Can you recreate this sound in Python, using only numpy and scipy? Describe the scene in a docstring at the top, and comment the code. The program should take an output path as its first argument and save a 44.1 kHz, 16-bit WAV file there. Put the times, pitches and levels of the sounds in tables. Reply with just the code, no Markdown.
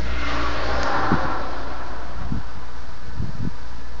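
"""A combine harvester unloading across a field

Far off, a diesel engine hums, machinery clatters, shafts whine and grain hisses into a trailer.
In the first two seconds a car passes close behind the microphone: its exhaust booms, its tyres roar
and sing, and it flicks up a stone. Gusts thump on the bare microphone of a small camera."""
import sys
import numpy as np
from scipy import signal
from scipy.fft import rfft, irfft
from scipy.io import wavfile
from scipy.ndimage import uniform_filter1d, map_coordinates

SR = 44100
rng = np.random.default_rng(int(sys.argv[2]) if len(sys.argv) > 2 else 0)


def transcribe(u):
    """Save the signal u as a 16-bit wav file named by the first command-line argument.

    u: samples, shape (n,) or (channels, n), limited to [-1, 1]; the rate is SR.
    q: integer samples, one column per channel.
    """
    v = np.clip(np.atleast_2d(u).T, -1, 1)
    q = np.round(v * 32767).astype(np.int16)
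    wavfile.write(sys.argv[1], SR, q)


N = 176400


def harvester():
    """A diesel hums; the clatter and whine pulse with each firing and each four-stroke cycle."""
    # tones of the hum (multiple of the firing rate, level [dB])
    hum_tones = [(1, 4.5), (2, -29.5), (3, -13.5), (4, -21.5), (5, -31.5)]
    # the hum swells and dips (time [s], change in level [dB])
    hum_swell = [(0, 8.5), (.08, 10.5), (.25, 6), (.47, 8.5), (.59, -3), (.72, 8.5), (.8, 10), (.9, -10),
                 (.99, 5), (1.08, -7), (1.19, 4.5), (1.35, 0), (2.05, 0.5), (2.3, 6), (2.45, -1), (4, -1)]
    # noise of the threshing machinery (frequency [Hz], relative level [dB])
    threshing = [(60, -4.5), (95, 2), (150, -2.5), (230, 0), (300, -2), (360, -9), (560, -5), (750, -6.5),
                 (950, 3), (1100, -11.5), (1250, -12.5), (1650, -3), (2000, -11), (2600, -17)]
    # ringing shafts, sieves and panels (frequency [Hz], width [Hz], relative level [dB])
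    ringing = [(469, 41, -1.5), (603, 18, -4.5), (665, 11, 1), (860, 9.8, -6), (964, 13, 0.5),
               (1030, 47, -4), (1194, 11, 2), (1231, 32, -1.5), (1336, 24, -0.5), (1504, 16, 3),
               (1733, 6.8, -1.5), (2256, 18, -13)]
    firing_hz = 58.25
    firings = np.cumsum(firing_hz * (1 + 0.0044 * drift(8))) / SR
    pulsing = 1 + 0.03 * tone(firings) + 0.08 * tone(firings / 4)
    clatter = reflect(noise(threshing)) * undb(-45.5 + 0.42 * drift(8.3))
    whine = undb(-47.5) * resonate(ringing)
    hum = undb(-42.5) * gains(hum_swell)[0] * engine(firings, hum_tones, waver_db=1.5)
    return hum + (clatter + whine) * pulsing


def grain():
    """Grain pours into the trailer with a steady hiss."""
    # the hiss (frequency [Hz], relative level [dB])
    pouring = [(1800, -19), (2600, -1.5), (3400, -0.5), (4500, 3), (5200, 0.5), (6000, -3), (7000, -11),
               (7500, -11)]
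    return reflect(noise(pouring)) * undb(-52.5 + 0.49 * drift(30))


def car():
    """Exhaust, body and tyres swell and fade; their pitch drops as the car comes near, then leaves."""
    # exhaust boom (multiple of the firing rate, level [dB])
    exhaust = [(2, -2), (3, -13.5), (5, -4)]
    # six ringing sounds (frequency [Hz], width [Hz], relative level [dB])
    body = [(97, 35, -2), (196, 18, -8.5), (281.3, 38, 1), (344, 62, -0.5)]  # drone of the car's body
    road = [(583, 80, 3.5), (464, 52, -4.5), (647, 200, -11)]  # rumble on the road
    tread = [(787.6, 43, 8), (915, 28, 8), (1039, 43, 8.5), (1157, 63, 6), (1388, 73, 5), (1520, 224, -1),
             (1750, 200, -4.5)]  # roar of the tyre tread
    far_tread = [(1360, 58, 6), (1530, 96, -11.5), (1820, 23, 0), (2030, 49, 7.5), (2450, 71, -2),
                 (2756, 68, -3)]  # high tread note, heard first
    front_tyres = [(1100, 67, 14.5), (1313, 15, 15.5), (1670, 60, -5), (2044, 88, -8.5)]  # sing as they approach
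    rear_tyres = [(323, 64, -1.5), (620, 19, 2), (720, 18, 6.5), (1040, 54, -11), (1410, 54, -3.5)]  # sing as they leave
    # two noises of tyres rubbing the road (frequency [Hz], relative level [dB])
    rasp = [(900, -33.5), (1300, 3), (2000, -2), (2600, -5), (3200, -7.5), (4200, -11)]
    hiss = [(2200, -22), (3200, 0), (4400, 4), (5200, 1.5), (6000, -5.5), (7000, -14), (7500, -32)]
    # levels of the low sounds (time [s], exhaust [dB], body [dB], road [dB])
    low_levels = [(0, -41.5, -43.5, -41.5), (0.131, -41.5, -40.5, -42.5), (.44, -33, -34.5, -35.5),
                  (.6, -41, -37.5, -32), (0.769, -42.5, -35, -29), (0.899, -36, -34, -31),
                  (1.041, -39.5, -29, -32.5), (1.351, -54, -37, -34.5), (1.801, -68, -42.5, -44),
                  (2.4, -64, -55, -53.5), (4, -80, -59, -70)]
    # levels of the tyre sounds (time [s], tread [dB], rasp [dB], hiss [dB])
    tyre_levels = [(0, -44.5, -42, -48.5), (.15, -42, -35, -48), (.3, -36.5, -34, -41.5),
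                   (0.419, -32, -32.5, -40.5), (.6, -33, -34.5, -44.5), (.78, -29, -37.5, -40.5),
                   (.865, -25.5, -37, -39), (0.9, -24.5, -36.5, -41.5), (1.1, -24, -40.5, -46.5),
                   (1.22, -27.5, -41.5, -45), (1.319, -26, -42.5, -46), (1.371, -30, -43.5, -48),
                   (1.481, -34, -44.5, -49), (1.9, -38, -48, -56.5), (2.079, -42, -50.5, -61),
                   (2.17, -39.5, -50, -62), (2.35, -46, -53, -66.5), (4, -62, -69, -68.5)]
    speed_m_s, closest_s, closest_m, firing_hz = 14, 0.9, 4.5, 55.1
    t = clock()
    distance_m = np.hypot(speed_m_s * (t - closest_s), closest_m)
    sent_s = t - (distance_m - closest_m) / 343  # sound travels 343 metres a second
    firings = np.cumsum(firing_hz * (1 + 0.0071 * drift(8.73))) / SR
    low = [engine(firings, exhaust, waver_db=2), resonate(body), resonate(road)]
    tyres = [resonate(tread), reflect(noise(rasp)), reflect(noise(hiss))]
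    songs = [resonate(far_tread), resonate(front_tyres), resonate(rear_tyres)]
    song_gains = [swell(0.25, 0.16, -33.5), swell(0.41, 0.18, -31), swell(1.68, 0.61, -42.5)]
    out = 0
    for part, gain in zip(low + tyres + songs, gains(low_levels) + gains(tyre_levels) + song_gains):
        flutter = undb(drift(34.88))  # about 1 dB
        heard = map_coordinates(part, [sent_s * SR], order=3, mode="mirror")  # bends the pitch
        out = out + gain * flutter * heard
    return out


def whistles():
    """Two hissing whistles flare briefly as the car draws level."""
    # (time [s], half length [s], frequency [Hz], width [Hz], level [dB])
    flares = [(0.661, 0.089, 4450, 261, -42), (0.83, 0.11, 5130, 260, -45.5)]
    return sum(swell(s, half, db) * resonate([(hz, width, 0)]) for s, half, hz, width, db in flares)


def stone():
    """A stone snaps from under a tyre: one sharp click and a ring of about a millisecond."""
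    # the stone's ringing tones (frequency [Hz], level [dB])
    stone_tones = [(2400, -26), (4650, -17), (5150, -22), (6100, -21.5)]
    hit_s, contact_s, decay_s = 0.8318, 0.00014, 0.0008
    age = clock() - hit_s
    after = np.maximum(age, 0)
    click = undb(-10.5) * np.exp(-(age / contact_s) ** 2)
    ring = sum(undb(db) * np.sin(2 * np.pi * hz * after) for hz, db in stone_tones)
    return click + ring * np.exp(-after / decay_s)


def wind():
    """Short gusts ride on a light breeze; the hardest swirls of air thump the microphone."""
    # gusts (time [s], half length [s], level [dB])
    gusts = [(0.095, 0.12, -39), (1.141, 0.028, -26.5), (1.251, 0.024, -31), (2.238, 0.064, -35),
             (2.348, 0.031, -29), (2.381, 0.02, -31), (2.575, 0.025, -44), (3.091, .015, -40),
             (3.225, 0.05, -29.5), (3.29, 0.014, -31), (3.44, 0.045, -30)]
    # noise of swirling air (frequency [Hz], relative level [dB])
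    swirling = [(20, -3.5), (50, 3.5), (100, 5.5), (180, 1.5), (280, -6), (380, -16.5), (550, -27.5),
                (1000, -75)]
    # thumps (time [s], peak level [dB], width [s])
    hard_swirls = [(1.1204, -6.5, 0.00095), (1.1301, -10.5, 0.0011), (1.1421, -10, 0.0011),
                   (2.3241, -11, 0.0014), (2.347, -14, 0.0018), (3.179, -27, 0.0011), (3.2036, -14, 0.0024),
                   (3.226, -20.5, 0.0012), (3.247, -21, 0.0021), (3.295, -21, 0.0016),
                   (3.354, -23.5, 0.0019), (3.406, -19, 0.002), (3.432, -24, 0.0013), (3.452, -17.5, .001),
                   (3.4753, -13.5, 0.0014)]
    breeze = undb(-49 + 0.78 * drift(17))
    strength = breeze + sum(swell(s, half, db) for s, half, db in gusts)
    thumps = 0
    for s, db, width in hard_swirls:
        age = (clock() - s) / width
        thumps = thumps + undb(db) * (1 - age ** 2) * np.exp(-age ** 2 / 2)  # a push between two dips
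    return strength * noise(swirling) + thumps


def rumble():
    """Air moving past the microphone makes a faint, deep rumble."""
    # the rumble (frequency [Hz], relative level [dB])
    moving_air = [(18, -4.5), (30, -1.5), (45, -5.5), (62, -11.5), (80, -9.5)]
    return noise(moving_air) * undb(-42.5 + 1.3 * drift(17))


def engine(firings, harmonics, waver_db):
    """Repeated firings make tones at multiples of their rate; each wavers in level on its own."""
    return sum(undb(db + waver_db * drift(7.5)) * tone(round(multiple) * firings + rng.random())
               for multiple, db in harmonics)


def reflect(x):
    """Add quick echoes off the ground and steel sides, then scale to an average level of 1."""
    # echoes (delay [s], level next to the direct sound [dB])
    echoes = [(.0071, -15), (0.012, -15), (0.017, -23), (0.03, -14.5)]
    t = clock()
    return unit(x + sum(undb(db) * np.interp(t - delay, t, x, period=N / SR) for delay, db in echoes))


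def resonate(modes):
    """Random shaking makes a thing ring in narrow bands (frequency [Hz], width [Hz], level [dB])."""
    f = np.arange(N // 2 + 1) * SR / N
    power = sum(undb(db) ** 2 / (1 + ((f - hz) / width * 1.04) ** 2) ** 2 for hz, width, db in modes)
    return unit(irfft(rfft(rng.standard_normal(N)) * np.sqrt(power), N))


def noise(points):
    """Noise shaped by (frequency [Hz], level [dB]) points, fading steeply beyond the first and last."""
    hz, db = np.array(points).T
    octave = np.log2(np.maximum(np.arange(N // 2 + 1) * SR / N, 1))
    octaves_outside = abs(octave - np.clip(octave, np.log2(hz[0]), np.log2(hz[-1])))
    shape = undb(np.interp(octave, np.log2(hz), db) - 90 * octaves_outside)
    return unit(irfft(rfft(rng.standard_normal(N)) * shape, N))


def drift(rate_hz):
    """A smooth random wander, about 1 either side of zero."""
    step = int(SR / rate_hz)
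    held = np.repeat(rng.standard_normal(600), step)[:N]
    return 1.4 * uniform_filter1d(uniform_filter1d(held, step), step)


def swell(peak_s, half_s, db):
    """A bell-shaped rise and fall in volume."""
    return undb(db) * np.exp(-((clock() - peak_s) / half_s) ** 2)


def gains(table):
    """One volume curve for each dB column of a table that starts with a time column."""
    times, *columns = np.array(table).T
    return [undb(np.interp(clock(), times, db)) for db in columns]


def tone(cycles):
    """A pure tone of average level 1, from a running count of its cycles."""
    return np.sqrt(2) * np.sin(2 * np.pi * cycles)


def unit(x):
    """Scale to an average level (root mean square) of 1."""
    return x / np.sqrt(np.mean(x ** 2))


def undb(db):
    """Turn decibels into a number to multiply by."""
    return 10 ** (np.asarray(db) / 20)


def clock():
    """The time of every sample in seconds."""
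    return np.arange(N) / SR


def scene():
    """All the sounds meet at one microphone."""
    return (harvester() + grain() + car() + whistles() + stone() + wind() + rumble())[None]


def record(dry):
    """The camera cuts the treble steeply and shifts the whole wave by a constant amount."""
    top_hz, offset = 7250, -0.139
    treble_cut = signal.ellip(10, 0.2, 80, top_hz, fs=SR, output="sos")
    return signal.sosfilt(treble_cut, dry) + offset


dry = scene()
out = record(dry)
transcribe(out)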